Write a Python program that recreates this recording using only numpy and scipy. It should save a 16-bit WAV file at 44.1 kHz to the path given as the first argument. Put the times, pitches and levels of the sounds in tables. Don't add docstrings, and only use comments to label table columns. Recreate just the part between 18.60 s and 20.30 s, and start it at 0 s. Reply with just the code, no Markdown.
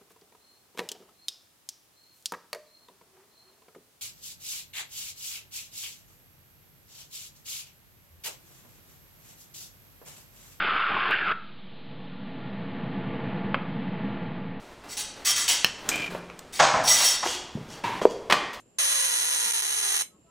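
import sys
import numpy as np
from scipy import signal
from scipy.fft import rfft, irfft, next_fast_len
from scipy.io import wavfile
from scipy.ndimage import uniform_filter1d, map_coordinates

SR = 44100
rng = np.random.default_rng(int(sys.argv[2]) if len(sys.argv) > 2 else 0)


def master(y):
    cut = np.clip(np.atleast_2d(y).T, -1, 1)
    pcm = np.round(cut * 32767)
    wavfile.write(sys.argv[1], SR, pcm.astype(np.int16))


N = 74970

# t/s, rate/Hz
SPARK_RATE_HZ = [(.185, 515), (.21, 595), (.25, 558), (.3, 580), (.335, 590), (.39, 522), (.52, 495),
                 (.63, 445), (.69, 495), (.76, 455), (.88, 465), (.97, 445), (1.07, 402), (1.14, 454),
                 (1.25, 414), (1.34, 413), (1.42, 370)]
# t/s, relative level/dB
ARC_ENVELOPE_DB = [(.2, -27), (.3, -27.5), (.4, -28.5), (.52, -30), (.7, -30.5), (.9, -30), (1.0, -31),
                   (1.08, -32.5), (1.2, -31), (1.34, -29.5), (1.42, -31.5)]
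# t/s, share/1
MISFIRE_SHARE = [(.35, 0.02), (.55, 0.16), (.75, 0.27), (.97, .12), (1.08, .4), (1.15, .2), (1.34, .14),
                 (1.42, 0.33)]
# start/s, length/s, gain/dB
DROPOUTS = [(.8649, .004, -3), (0.9103, .007, -29), (0.927, .006, -18), (1.012, .008, -20),
            (1.154, .0065, -5), (1.203, .0055, -8.5)]
# t/s, deviation/periods
JITTER_PERIODS = [(.2, .115), (.32, .1), (.42, .075), (.6, .11), (.8, .11), (.88, .055), (1.0, .055),
                  (1.1, .12), (1.34, .095)]
# f/Hz, relative level/dB
CRACK_DB = [(100, -55.5), (280, -31), (420, -18.5), (620, -20), (780, -14), (1000, -11.5), (1150, -11.5),
            (1400, -12.5), (1900, -6), (2250, -8), (2750, -6.5), (3300, -5), (3750, -8), (4060, -1.5),
            (4350, -13), (5300, -9.5), (5650, -3.5), (5950, -9), (6180, 1), (6450, 2), (6900, -9.5),
            (7400, -5.5), (8000, -6.5), (8700, -1.7), (9600, 0.5), (10300, -4), (10700, -10.5),
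            (11800, -7.5), (13000, -17), (14800, -19), (15900, -52)]
# f/Hz, relative level/dB
SNAP_DB = [(60, -27), (250, -5), (450, 3), (800, 5), (1500, -26), (4000, -58)]
# f/Hz, level/dB
BALANCE_DB = [(200, -10), (500, -2.5), (1400, -6.5), (2000, -1.5), (2700, -1), (4100, -4.5), (5000, 9.5),
              (5600, -3.5), (6400, 0), (6900, -4.5), (8600, 3), (9500, -4.5), (10800, 4), (12000, -2.5),
              (14000, 0)]
# f/Hz, phase/rad
LEFT_LEAD_RAD = [(1200, -0.2), (1900, 0.65), (2400, -0.57), (3500, 0.3), (4050, -0.2), (4500, -1.8),
                 (5100, 1.7), (5600, 0), (6100, -1.3), (6700, 2.3), (7100, -0.76), (9000, -1),
                 (10000, 0.04), (11500, -2.5), (14000, 0)]
# f/Hz, T60/s
ROOM_T60_S = [(300, 0.11), (2000, 0.2), (6000, 0.17), (14000, 0.19)]
# f/Hz, relative density/dB
RUMBLE_DB = [(25, -25.5), (50, -12.5), (90, -9), (170, -6.5), (350, -8), (600, -14), (900, -20),
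             (1500, -25.5), (2350, -29.5), (2850, -21.5), (3400, -33), (4000, -30.5), (6200, -36),
             (8500, -33.5), (12000, -34.5), (13500, -45.5), (15500, -54)]
# f/Hz, coherence/1
COHERENCE = [(60, 1), (300, 0.72), (1500, 0.19), (6000, .1)]
# f/Hz, relative density/dB
WHINE_DB = [(6300, -30), (6850, -12), (7200, -4.5), (7480, 1.5), (7650, -14), (7850, -36), (8500, -44.5)]
# start/s, length/s, f/Hz, peak level/dB
BUMPS = [(.84, 0.051, 215.1, -54), (1.535, 0.036, 197.8, -56.5), (1.58, 0.033, 302, -57.5)]
# start/s, length/s, f/Hz, peak level/dB
TONES = [(1.47, .13, 1285, -69), (1.515, 0.081, 1092, -68.5), (1.63, 0.07, 671, -64.5),
         (1.64, 0.17, 1314, -63), (1.66, 0.093, 993, -65)]

STRIKE_S, SNAP_S, BREAK_S = .1857, 1.405, 1.4233
WANDER_SHARE, WANDER_KNOTS_HZ = .032, 45
MISFIRE_PERIODS, MISFIRE_DB, SCATTER_DB = .85, -10, 1
FIZZ_DB, FIZZ_T60_S = -7.5, .003
RIPPLE_S, RIPPLE_FEEDBACK = .000245, .6
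ARC_GAIN_DB, SNAP_GAIN_DB = 4, -23.5
LEFT_LAG_S, BENCH_DB, BENCH_T60_S, ROOM_DB = .00017, -3, .018, -8


def arc():
    train = sparks()
    decay = amp(-60 * np.arange(SR // 100) / SR / FIZZ_T60_S) ** 2
    fizz_power = signal.fftconvolve(train ** 2, decay / decay.sum())[:N]
    fizz = np.sqrt(np.abs(fizz_power)) * rng.standard_normal((2, N))
    return filtered(train + amp(FIZZ_DB) * fizz, crack) + amp(SNAP_GAIN_DB) * snap(fizz[0])


def sparks(count=900):
    jitter, size = rng.standard_normal((2, count))
    luck = rng.random(count)
    t = np.arange(N) / SR
    rate_hz = at(SPARK_RATE_HZ, t) * (1 + WANDER_SHARE * wobble(WANDER_KNOTS_HZ))
    cycles = np.cumsum(rate_hz * (t >= STRIKE_S)) / SR
    time_of = lambda cycle: np.interp(cycle + 1e-6, cycles, t)
    due_s = time_of(np.arange(count))
    share = at(MISFIRE_SHARE, due_s)
    misfire_count = np.floor(np.cumsum(-np.log(luck) * share))
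    misfired = np.diff(misfire_count, prepend=0) > 0
    periods = np.where(misfired, MISFIRE_PERIODS, 1) + at(JITTER_PERIODS, due_s) * jitter
    spark_s = time_of(np.cumsum(periods) - periods[0])
    level_db = at(ARC_ENVELOPE_DB, spark_s) + SCATTER_DB * size + MISFIRE_DB * misfired
    for start_s, length_s, gain_db in DROPOUTS:
        level_db += gain_db * ((spark_s > start_s) & (spark_s < start_s + length_s))
    full_sparks_hz = at(SPARK_RATE_HZ, spark_s) * (1 - share)
    gain = amp(level_db) * np.sqrt(SR / full_sparks_hz)
    fires = spark_s < BREAK_S
    return np.bincount(np.round(spark_s[fires] * SR).astype(int), gain[fires], N)[:N]


def crack(hz):
    delay = np.exp(-2j * np.pi * hz * RIPPLE_S)
    ripple = (delay - RIPPLE_FEEDBACK) / (1 - RIPPLE_FEEDBACK * delay)
    return min_phase(unit_rms(amp(at_hz(CRACK_DB, hz)))) * ripple


def snap(fizz):
    late = np.arange(N) / SR > SNAP_S
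    return filtered(fizz * late, lambda hz: min_phase(unit_rms(amp(at_hz(SNAP_DB, hz)))))


def bench_and_room(x):
    t = np.arange(SR // 20) / SR
    bench = rng.standard_normal((2, len(t))) * amp(-60 * t / BENCH_T60_S)
    bands_hz, frames_s, spectra = signal.stft(rng.standard_normal((2, SR // 2)), SR, nperseg=256)
    decay = amp(-60 * frames_s / at_hz(ROOM_T60_S, bands_hz)[:, None])
    room = signal.istft(spectra * decay, SR, nperseg=256)[1]

    def paths(hz):
        sides = np.array([[1], [-1]])
        echo = lambda tail: unit_rms(rfft(np.pad(tail, ((0, 0), (SR // 1200, 0))), 2 * len(hz) - 2))
        direct = np.exp(1j * sides * (at_hz(LEFT_LEAD_RAD, hz) / 2 - np.pi * hz * LEFT_LAG_S))
        total = direct + amp(BENCH_DB) * echo(bench) + amp(ROOM_DB) * echo(room)
        broad_gain = np.sqrt(uniform_filter1d(np.abs(total) ** 2, size=700, axis=1))
        flattened = total / np.array([min_phase(gain) for gain in broad_gain])
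        return flattened * amp(at_hz(BALANCE_DB, hz) / 2 * sides)
    return filtered(x, paths)


def room_noise(rumble_db=-63.5, whine_db=-69):
    return amp(rumble_db) * noise(RUMBLE_DB) + amp(whine_db) * noise(WHINE_DB)


def fading_hiss(start_db=-54.5, t60_s=.088):
    return amp(start_db - 60 * np.arange(N) / SR / t60_s) * noise(CRACK_DB)


def swells(rows):
    t = np.arange(N) / SR
    total = np.zeros(N)
    for start_s, length_s, hz, peak_db in rows:
        envelope = np.sin(np.pi * np.clip((t - start_s) / length_s, 0, 1)) ** 2
        total += amp(peak_db) * envelope * np.sin(2 * np.pi * hz * (t - start_s))
    return total


def noise(spectrum_db):
    def mid_side(hz):
        angle = np.arccos(at_hz(COHERENCE, hz)) / 2
        return amp(at_hz(spectrum_db, hz)) * [np.cos(angle), np.sin(angle)]
    mid, side = filtered(rng.standard_normal((2, N)), mid_side)
    return unit_rms(np.array([mid + side, mid - side]))


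def wobble(knots_hz):
    knots = rng.standard_normal(int(N * knots_hz / SR) + 4)
    return map_coordinates(knots, [np.arange(N) * knots_hz / SR])


def amp(db):
    return 10 ** (np.asarray(db) / 20)


def unit_rms(x):
    return x / np.sqrt(np.mean(np.abs(x) ** 2) + 1e-20)


def at(table, t):
    return np.interp(t, *np.transpose(table))


def at_hz(table, hz):
    knots_hz, values = np.transpose(table)
    return np.interp(np.log(hz + 1), np.log(knots_hz + 1), values)


def filtered(x, response):
    size = 2 * next_fast_len(N)
    return irfft(rfft(x, size) * response(np.fft.rfftfreq(size, 1 / SR)), size)[..., :N]


def min_phase(gain):
    cepstrum = irfft(np.log(np.maximum(gain, 1e-6)))
    half = len(cepstrum) // 2
    cepstrum[1:half] *= 2
    cepstrum[half + 1:] = 0
    return np.exp(rfft(cepstrum))


def scene():
    buzz = amp(ARC_GAIN_DB) * bench_and_room(arc())
    return buzz + room_noise() + fading_hiss() + swells(BUMPS) + swells(TONES)


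def record(dry, cutoff_hz=15950):
    return filtered(dry, lambda hz: hz < cutoff_hz)


dry = scene()
out = record(dry)
master(out)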